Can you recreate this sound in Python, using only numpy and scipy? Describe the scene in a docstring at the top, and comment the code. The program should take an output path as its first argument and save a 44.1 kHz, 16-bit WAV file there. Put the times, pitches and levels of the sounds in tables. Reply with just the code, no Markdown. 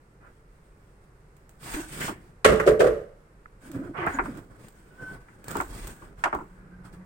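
"""Plastic water pipes are worked by hand against a brick wall in a small bare room, close to a phone.
Room air, rumble and faint hiss lie under the first slides of hand and pipe, made of noise slips.
Grit ticks, fittings knock, tight joints groan, a pipe end grinds, then the pipe run clunks on the wall;
blows mix coloured noise with decaying modes, and groans and squeaks are wavering tones.
Lighter handling follows, with squeaks and more knocks, and a low drone grows at the end."""
import sys
import numpy as np
from scipy import signal
from scipy.fft import rfft, irfft, next_fast_len
from scipy.io import wavfile
from scipy.ndimage import uniform_filter1d

SR = 44100
rng = np.random.default_rng(int(sys.argv[2]) if len(sys.argv) > 2 else 0)


def file_out(sig):
    """Save sig as 16-bit WAV at sys.argv[1]."""
    # one column per channel
    cols = np.atleast_2d(sig).T
    # limit, then scale
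    lim = np.clip(cols, -1, 1)
    pcm = np.round(lim * 32767).astype(np.int16)
    wavfile.write(sys.argv[1], SR, pcm)


N = 310923  # length in samples
TIME = np.arange(N) / SR  # seconds into the scene
AGE = np.arange(24576) / SR  # seconds into one blow
ROOM_T60_S = 0.46  # time for the room to die by 60 dB


def undb(db):
    """Decibels to gain."""
    return 10 ** (np.asarray(db) / 20)


def unit(x):
    """Scale to rms 1."""
    return x / np.sqrt(np.mean(x ** 2))


def fade(t60):
    """Exponential decay over the life of one blow, by 60 dB in t60 seconds."""
    return np.exp(-np.log(1000) * AGE / max(t60, .002))


def add(out, start, sound):
    """Mix a sound in at a time in seconds."""
    i = max(int(start * SR), 0)
    out[:, i:i + sound.shape[-1]] += sound[..., :N - i]


def colour(x, points):
    """Filter by a spectrum of (Hz, dB) points, joined along log frequency."""
    hz, db = np.transpose(points)
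    size = next_fast_len(x.shape[-1])
    bins_hz = np.arange(size // 2 + 1) * SR / size
    gain = undb(np.interp(np.log(bins_hz + 1), np.log(hz), db))
    return irfft(rfft(x, size) * gain, size)[..., :x.shape[-1]]


def diffuse(count):
    """Noise from all directions at two spaced ports: alike in the bass, unrelated in the treble."""
    port_spacing_m, sound_speed = 0.16, 343  # speed in m/s
    size = next_fast_len(count)
    bins_hz = np.arange(size // 2 + 1) * SR / size
    likeness = np.sinc(2 * port_spacing_m / sound_speed * bins_hz)
    spectra = rfft(rng.standard_normal((2, size))) * np.sqrt([1 + likeness, 1 - likeness])
    mid, side = irfft(spectra, size)[:, :count]
    return unit(np.array([mid + side, mid - side]))


def walk(rate, count=N):
    """Smooth random wander of spread near 1, with a new target rate times a second."""
    hold = int(SR / rate)
    steps = np.repeat(rng.standard_normal(count // hold + 1), hold)
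    return unit(uniform_filter1d(steps, hold)[:count])


def push(start, length, rise, release):
    """Effort of one movement: it builds smoothly, holds, and dies away when the hand stops."""
    effort = np.zeros(N)
    span = slice(int(start * SR), int((start + length + release) * SR))
    age = TIME[span] - start
    built = np.sin(np.pi / 2 * np.clip(age / max(rise, .001), 0, 1)) ** 2
    effort[span] = built * np.exp(-np.log(1000) * np.maximum(age - length, 0) / max(release, .001))
    return effort


def near_wall(x):
    """Rough brick scatters the treble back within some 50 ms; the pattern shifts as the hand moves."""
    hand_sweep_hz = 1.7  # cycles of the reflection pattern per second
    scatter = colour(rng.standard_normal((4, len(AGE))), [(600, -25.5), (1800, -2.5)]) * fade(0.043)
    scatter = scatter[:, :2048] / np.sqrt(np.sum(scatter ** 2) / 4)
    here, there = (signal.oaconvolve(x, part, axes=1)[:, :N] for part in np.split(scatter, 2))
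    place = 2 * np.pi * hand_sweep_hz * TIME
    return x + undb(6.5) * (np.cos(place) * here + np.sin(place) * there)


def friction(points, rate, spread_db):
    """Many tiny random slips a second, each a brief noise puff, combed by the wall next to it."""
    size_db = spread_db * np.minimum(rng.exponential(size=N), 4)
    energy = (rng.random(N) < rate / SR) * undb(size_db) ** 2
    # each slip dies fast, over a weaker slow tail
    puff = fade(0.0016) ** 2 + undb(-13.0) ** 2 * fade(0.13) ** 2
    grain = np.sqrt(np.abs(signal.oaconvolve(energy, puff)[:N]))
    return unit(colour(near_wall(diffuse(N) * grain), points))


def burst(points, t60, tail_db, rise_s):
    """Coloured noise stands for a blow's dense modes: quick decay, then the room's, ragged by reflections."""
    decay = np.hypot(fade(t60), undb(tail_db) * fade(ROOM_T60_S))
    shape = decay * (1 - np.exp(-AGE / max(rise_s, 1e-5)))
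    reflections = undb(2.4 * walk(350, count=len(AGE)) * (1 - fade(.04)))
    sound = colour(diffuse(len(AGE)), points) * shape * reflections
    return unit(sound) * np.sqrt(np.mean(shape ** 2))


def ring(modes):
    """Decaying sine modes, weighted and tuned afresh as each blow lands elsewhere and the grip shifts."""
    hz, db, t60 = np.transpose(modes)[:, :, None]
    detune, weight, lag, phase = rng.standard_normal((4, len(modes), 1))
    # rattling bends the pitch of each mode as it rings
    bend = 0.011 * np.array([walk(60, count=len(AGE)) for _ in modes])
    rattle = np.cumsum(bend, axis=1) / SR
    turns = hz * ((1 + .004 * detune) * AGE + rattle)
    waves = np.exp(2j * np.pi * turns - np.log(1000) / t60 * AGE)
    # opposite phase shifts set the two ports apart
    port_lag = np.array([.5, -.5]) * lag * hz / 450
    gains = undb(db + 2.0 * weight) * np.exp(1j * (np.pi * phase + port_lag))
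    return (gains.T @ waves).imag


def room(x, wet_db):
    """Direct sound plus the diffuse ring of the bare walls, as decaying noise that swells in quickly."""
    tail = diffuse(len(AGE)) * fade(ROOM_T60_S) * (1 - fade(0.012))
    tail = tail / np.sqrt(np.sum(tail ** 2) / 2)
    return x + undb(wet_db) * signal.fftconvolve(np.atleast_2d(x), tail, axes=1)[:, :N]


def background():
    """Filtered noise: quiet room air, the rumble of the held phone and a faint low drone that grows."""
    # Spectrum of the room air. Each row: frequency in Hz, level in dB.
    air_colour = [(25, -7), (42, -2.5), (70, -10), (140, -5.5), (250, -17.5), (360, -14.5), (470, -14.5),
                  (650, -22.5), (1400, -22), (2100, -28.5), (3200, -41.5), (6000, -40), (8500, -35.5),
                  (11000, -38), (16000, -44)]
    # The hand-held phone is shifted. Each row: start in seconds, length in seconds, level in dB before trim.
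    shifts = [(1.647, 0.41, -50), (4.028, 0.22, -45), (5.067, 0.059, -45), (5.535, .38, -42),
              (6.0, 0.91, -52.5)]
    air = unit(colour(diffuse(N), air_colour)) * undb(-60.5 + 0.72 * walk(2.5))
    rumble_colour = [(15, -21.5), (28, 1), (41, 12.5), (55, 1.0), (80, -16), (160, -47.0)]
    rumble = unit(colour(diffuse(N), rumble_colour))
    drone = unit(colour(diffuse(N), [(120, 6.5), (172, 14.0), (188, 20), (205, 3), (270, -65)]))
    jostle = sum(undb(db) * push(start, length, rise=0.083, release=0.5) for start, length, db in shifts)
    rumble_level = undb(-5.5) * np.hypot(undb(-59), jostle)  # trim times steady and shifting parts
    since = TIME - 5.94  # seconds since the drone came in
    growth = np.clip(since / .1, 0, 1) * undb(-70.5 + 17.5 * since)  # 17.5 dB per second
    return air + rumble * rumble_level + drone * growth


def slides():
    """Hand and pipe slip along brick under uneven pressure: dull rub, grainy rasp, sandy scratch, fine hiss."""
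    # A hand slides along pipe and wall. Each row: start in seconds, length in seconds, rise in seconds,
    # dull rub in dB, rasp of the pipe wall in dB, hiss of skin and cloth in dB; rub and hiss before trim.
    strokes = [(0.187, 0.097, 0.045, -61, -63.5, -86), (.45, 0.52, 0.1, -74, -94, -80.5),
               (1.571, 0.24, .2, -40.5, -45.5, -43.5), (1.803, 0.2, 0.19, -41.5, -52.5, -46),
               (1.998, 0.077, .012, -37, -46, -40.5), (2.17, 0.11, 0.048, -53.5, -70, -71),
               (3.581, 0.18, 0.093, -44.5, -58.5, -61), (3.715, 0.16, 0.051, -40, -56.5, -69),
               (3.927, 0.15, 0.06, -41, -36, -70), (4.07, 0.084, 0.036, -45, -40.5, -55),
               (4.188, 0.2, 0.069, -40.5, -54, -60.5), (4.49, 0.08, 0.023, -50, -66.5, -75),
               (4.564, 0.12, 0.046, -49, -63, -65), (4.717, 0.27, 0.061, -54, -67, -70.5),
               (4.96, 0.19, 0.076, -43.5, -54.5, -62), (5.185, 0.44, 0.031, -54, -67, -73.5),
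               (5.419, .18, 0.13, -39, -46, -52), (5.66, .24, 0.079, -43, -54, -53),
               (5.942, 0.14, 0.03, -50, -60.5, -67), (6.159, 0.12, 0.047, -52.5, -61, -65),
               (6.422, 0.74, 0.18, -56, -65.5, -100), (6.827, 0.031, 0.035, -53, -58.5, -62),
               (6.916, 0.021, 0.02, -48, -62, -64)]
    # Spectra of the dull rub, pipe-wall rasp, sandy scratch and skin-and-cloth hiss.
    # Each row: frequency in Hz, level in dB.
    rub_colour = [(45, -16.5), (80, -4.5), (140, 0.5), (220, -4.5), (380, -6.5), (700, -18), (1500, -57.5)]
    rasp_colour = [(200, -23.5), (420, -6), (620, 0.5), (1000, 2.5), (1500, 0.5), (2100, -10),
                   (2900, -26.5), (3800, -37), (8000, -52.5)]
    scratch_colour = [(900, 23.5), (1700, 20), (2600, 4), (3600, -35.5), (5500, -0.5), (8000, -11),
                      (16000, -6.5)]
    hiss_colour = [(2500, 0), (4500, -4.5), (6200, -1.5), (8300, 7), (11000, -3.5), (13000, -1.5),
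                   (16000, 5)]
    rub, rasp = 0, 0
    hiss = undb(-87 + 4.5 * walk(12))  # sleeves never quite rest
    for start, length, rise, rub_db, rasp_db, hiss_db in strokes:
        rub = np.hypot(rub, undb(rub_db) * push(start, length, rise, release=0.35))
        rasp = np.hypot(rasp, undb(rasp_db) * push(start, length, rise, release=0.24))
        hiss = np.hypot(hiss, undb(hiss_db) * push(start, length, rise, release=0.18))
    pressure = undb(1.5 * walk(49))
    rubbing = undb(-7.0) * rub * friction(rub_colour, rate=200, spread_db=2.0)
    rasping = rasp * friction(rasp_colour, rate=1200, spread_db=1.5)
    scratching = undb(-22) * rasp * friction(scratch_colour, rate=1000, spread_db=12.0)
    hissing = undb(6.5) * hiss * friction(hiss_colour, rate=4400, spread_db=3.0)
    return pressure * (rubbing + rasping + scratching + hissing)


def ticks():
    """Grains of grit break in tiny noise bursts; a joint snaps lightly into its seat."""
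    # Grit under the pipe. Each row: start in seconds, level in dB before trim.
    grit_ticks = [(1.3666, -51), (1.493, -44), (2.0098, -33), (3.716, -37.5), (4.065, -37), (4.2396, -51),
                  (4.3726, -41), (4.6837, -41), (5.442, -37), (5.4823, -27), (5.5088, -30), (5.514, -28.5),
                  (5.5567, -39), (5.5687, -27), (5.6098, -28.5), (5.8713, -31), (5.8766, -32), (6.348, -38)]
    # Joint snaps. Each row: start in seconds, level in dB before trim.
    joint_snaps = [(3.457, -33)]
    # Spectrum of breaking grit. Each row: frequency in Hz, level in dB.
    grit_colour = [(1200, -3.5), (3000, -12.5), (5500, -14), (8000, 1), (11000, -12), (16000, 3)]
    snap_colour = [(700, -22), (1300, 9.0), (2000, 1.5), (3200, -40), (8000, -44)]
    out = np.zeros((2, N))
    for s, db in grit_ticks:
        add(out, s, undb(db + 2.5) * burst(grit_colour, t60=0.02, tail_db=-17.0, rise_s=.0001))
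    for s, db in joint_snaps:
        add(out, s, undb(db - 2.5) * burst(snap_colour, t60=0.016, tail_db=-46.0, rise_s=0.00097))
    return out


def knocks():
    """Hand-damped fittings give short dry knocks; harder contact adds a bright edge and a crack."""
    # Fittings knock. Each row: start in seconds, then hollow body, clack, hard edge and crack,
    # each in dB before trim.
    blows = [(1.74, -23.5, -54, -41.5, -54), (1.782, -28, -43, -51, -59), (2.08, -25.5, -29.5, -58, -39),
             (2.093, -25.5, -34, -62, -51.5), (4.066, -20, -21, -42, -60), (4.073, -27, -44, -32, -46),
             (4.187, -22, -23.5, -32, -66), (4.194, -32, -24.5, -34, -75), (4.257, -43, -35.5, -48, -66),
             (5.285, -58.5, -56, -57.5, -70), (5.554, -19.5, -27, -57, -42.5),
             (5.569, -27, -34.5, -58, -51), (5.601, -28, -25, -38, -48), (6.021, -42.5, -46.5, -70, -60),
             (6.238, -32, -20, -26, -26), (6.256, -27.5, -21.5, -40, -55),
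             (6.328, -23.5, -22.5, -37.5, -50), (6.349, -24.5, -26.5, -64, -53),
             (6.387, -32, -36.5, -65, -65), (6.405, -32.5, -38, -68, -72)]
    # Modes of a gripped fitting. Each row: frequency in Hz, level in dB, time to die by 60 dB in seconds.
    fitting_modes = [(760, -16, 0.063), (942, -1.5, 0.038), (1145, 8, 0.013), (1401, -9, 0.095)]
    # Spectra of body, clack, hard edge and crack. Each row: frequency in Hz, level in dB.
    body_colour = [(50, 1), (120, -3), (240, -2.5), (350, 9.5), (460, -2.5), (600, -34), (1200, -51.5)]
    clack_colour = [(300, -30), (580, -6), (880, 1), (1300, -1), (1650, -23), (2100, -26), (3500, -50)]
    edge_colour = [(800, -24), (1500, 8), (2100, 0), (2600, -10.5), (3300, -42.5), (4500, -45), (8000, -51)]
    crack_colour = [(1500, -10.5), (2800, 11.5), (4000, -5), (6000, 0), (8300, 2.5), (11000, -14.5),
                    (16000, -11.5)]
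    out = np.zeros((2, N))
    for s, body_db, clack_db, edge_db, crack_db in blows:
        add(out, s, undb(body_db - 4.5) * burst(body_colour, t60=.11, tail_db=-22.0, rise_s=0.012))
        add(out, s, undb(clack_db + 1.5) * ring(fitting_modes) * (1 - fade(0.012)))
        add(out, s, undb(clack_db - 3.0) * burst(clack_colour, t60=0.1, tail_db=-23.5, rise_s=0.004))
        add(out, s, undb(edge_db + 4) * burst(edge_colour, t60=0.085, tail_db=-20.5, rise_s=0.00017))
        add(out, s, undb(crack_db - 5.0) * burst(crack_colour, t60=0.077, tail_db=-26, rise_s=0.00095))
    return out


def stick_slip(rows, rise, release, jitter, jitter_rate, flutter_db, overtone_db):
    """Grip and release as a gliding sine and its octave, wavering in rate and strength."""
    waver = 1 + jitter * walk(jitter_rate)
    flutter = undb(flutter_db * walk(110))
    out = np.zeros((1, N))
    for start, length, first_hz, last_hz, db in rows:
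        span = slice(int(start * SR), int((start + length + release) * SR))
        hz = np.interp(TIME[span], [start, start + length], [first_hz, last_hz])
        phase = 2 * np.pi * np.cumsum(hz * waver[span]) / SR
        wave = (np.sin(phase) + undb(overtone_db) * np.sin(2 * phase)) * flutter[span]
        effort = push(start, length, rise, release)[span]
        add(out, start, undb(db) * unit(wave * effort) * np.sqrt(np.mean(effort ** 2)))
    return out


def joints():
    """Stick-slip in twisted joints groans low and rough, or squeaks thinly, and rings in the room."""
    # A tight joint is twisted. Each row: start in seconds, length in seconds, first slip rate in Hz,
    # last slip rate in Hz, level in dB before trim.
    twists = [(1.75, 0.038, 296, 321, -33), (3.63, 0.11, 275.6, 289, -47.5), (3.715, 0.11, 285, 293.7, -36),
              (3.84, 0.072, 336.6, 317, -40), (3.97, 0.098, 360, 385, -36), (4.12, 0.081, 285, 270, -39),
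              (4.21, 0.18, 264, 285.6, -42)]
    # Plastic squeaks on plastic. Each row: start in seconds, length in seconds, first pitch in Hz,
    # last pitch in Hz, level in dB before trim.
    squeaks = [(4.13, 0.016, 7200, 6820, -42.5), (4.9, 0.075, 1480, 1480, -66.5),
               (4.975, 0.039, 1510, 1530, -49.5), (5.012, 0.036, 1536, 1520, -43),
               (5.052, .066, 1526, 1514, -43.5), (5.12, 0.036, 1536, 1500, -56),
               (6.71, 0.046, 1560, 1580, -63.5)]
    groan = stick_slip(twists, rise=.03, release=0.082, jitter=0.087, jitter_rate=130,
                       flutter_db=4.5, overtone_db=-16.5)
    squeak = stick_slip(squeaks, rise=0.019, release=0.052, jitter=0.0055, jitter_rate=160,
                        flutter_db=2.0, overtone_db=-32.5)
    return room(undb(-3.5) * groan + undb(-2.0) * squeak, wet_db=-10.5)


def grind():
    """Plastic chatters on plastic in many small slips: a bright rasp that dies away after each turn."""
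    # A pipe end grinds round in its socket. Each row: start in seconds, length in seconds, level in dB.
    turns = [(1.997, 0.019, -36.5), (3.961, 0.058, -43.5)]
    # Spectrum of the grind. Each row: frequency in Hz, level in dB.
    grind_colour = [(1100, -23), (1500, 4.5), (1900, 5), (2400, -5.5), (3100, -6), (3600, -24.5),
                    (6000, -32.5)]
    effort = sum(undb(db) * push(start, length, rise=0.017, release=0.37) for start, length, db in turns)
    return effort * friction(grind_colour, rate=770, spread_db=1.0)


def clunks():
    """The long pipe slaps the brick and rattles: a crack, a clack of its shell, a hollow ring and a thud."""
    # The pipe run hits the wall. Each row: start in seconds, then hollow ring, clack, crack and wall thud,
    # each in dB before trim.
    hits = [(2.445, -30, -12.5, -19, -48), (2.4488, -7.5, -8.5, -18.5, -22), (2.487, -13, -21, -34, -20),
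            (2.522, -13, -22, -44, -33), (2.598, -21.5, -16.5, -41.5, -33.5), (2.674, -6.5, -16, -49, -26),
            (2.71, -25.5, -45, -57, -29.5), (2.8, -11, -27, -33.5, -37), (2.804, -7.5, -17, -43, -32.5),
            (2.842, -9, -23.5, -56, -31), (2.856, -18.5, -38, -53, -37), (2.867, -18.5, -25.5, -40, -35),
            (2.877, -27, -43, -65, -39)]
    # The pipe drags a little just before it hits. Each row: start in seconds, level in dB before trim.
    drags = [(2.662, -17), (2.792, -18)]
    # Modes of the pipe run, then higher modes of its shell.
    # Each row: frequency in Hz, level in dB, time to die by 60 dB in seconds.
    pipe_modes = [(301, -14, .25), (335, -11, .25), (366, -11, .3), (435, 2, .38), (465, -11, .22),
                  (497, -6, .38), (562, -5, .42), (590, -9, .28), (625, -9, .2), (1030, -20, .25),
                  (1140, -19, .3), (1453, -19, .25), (1570, -19, .2)]
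    shell_modes = [(820, -11, 1), (1110, -2.5, 0.37), (1215, -0.5, .5), (1278, -4.5, 0.17),
                   (1360, -3, 0.32), (1440, -9, 0.17), (1750, -4.5, 0.2), (1940, -6, 0.36),
                   (1880, -10.5, 0.28), (2082, -8, 0.3), (2190, -0.5, 0.19), (2700, -7, 0.23),
                   (2600, -8.5, 0.41), (2890, -15.5, 0.63), (3240, -20, 0.5), (3390, -11.5, 0.24)]
    # Spectra of hollow ring, clack, crack and wall thud. Each row: frequency in Hz, level in dB.
    hollow_colour = [(150, -31), (270, -31), (350, 2), (450, 2.5), (620, 3), (740, -15), (1000, -41)]
    clack_colour = [(450, -47), (750, -10), (1250, 4.5), (1900, -0.5), (2700, -17.5), (3600, -38),
                    (6000, -24.5)]
    crack_colour = [(1500, -15), (2400, 6), (3000, 7.5), (4000, 1.5), (6000, -1), (8300, 6), (11000, -6.5),
                    (16000, -6)]
    thud_colour = [(22, -39.5), (40, 1.5), (60, 3.5), (100, -4.5), (145, 1), (195, 1), (280, -10.5),
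                   (600, -53.5)]
    port_db = np.array([[-2.0], [1.0]])  # the ring leans to the right port
    out = np.zeros((2, N))
    for s, ring_db, clack_db, crack_db, thud_db in hits:
        add(out, s, undb(ring_db - 12.5 + port_db) * ring(pipe_modes) * (1 - fade(0.04)))
        add(out, s, undb(ring_db - 5) * burst(hollow_colour, t60=0.1, tail_db=-14.5, rise_s=0.0029))
        add(out, s, undb(clack_db - 5.0) * burst(clack_colour, t60=0.071, tail_db=-14.0, rise_s=0.00075))
        add(out, s, undb(crack_db - 1.5) * burst(crack_colour, t60=0.09, tail_db=-14.5, rise_s=0.0016))
        # hard blows wake the shell
        add(out, s, undb(crack_db - 11) * ring(shell_modes) * (1 - fade(.03)))
        add(out, s, undb(thud_db - 3.0) * burst(thud_colour, t60=0.057, tail_db=-3.5, rise_s=0.0072))
    for s, db in drags:
        add(out, s, undb(db + 8.5) * burst(hollow_colour, t60=0.12, tail_db=-18, rise_s=0.019))
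        add(out, s, undb(db) * burst(crack_colour, t60=0.11, tail_db=-44, rise_s=0.046))
    return out


def scene():
    """All the handling over the quiet room."""
    return background() + slides() + ticks() + knocks() + joints() + grind() + clunks()


def record(dry):
    """Each port adds its own treble notch; the phone clips at full scale and cuts the top."""
    # Colour of the left and right microphone ports. Each row: frequency in Hz, level in dB.
    left_port = [(300, 4), (3500, 3.5), (5500, 1.5), (6700, -17.5), (8000, -1), (9600, 2.5), (12000, -6.5),
                 (15500, -17.5)]
    right_port = [(300, 5), (3500, 5), (5500, 4), (7000, 3.5), (8600, 1), (10200, -21.5), (12000, -0.5),
                  (15500, -3.5)]
    top_hz = 16000
    heard = np.clip([colour(dry[0], left_port), colour(dry[1], right_port)], -1, 1)
    return signal.sosfilt(signal.ellip(10, .2, 80, top_hz, fs=SR, output="sos"), heard)


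dry = scene()
out = record(dry)
file_out(out)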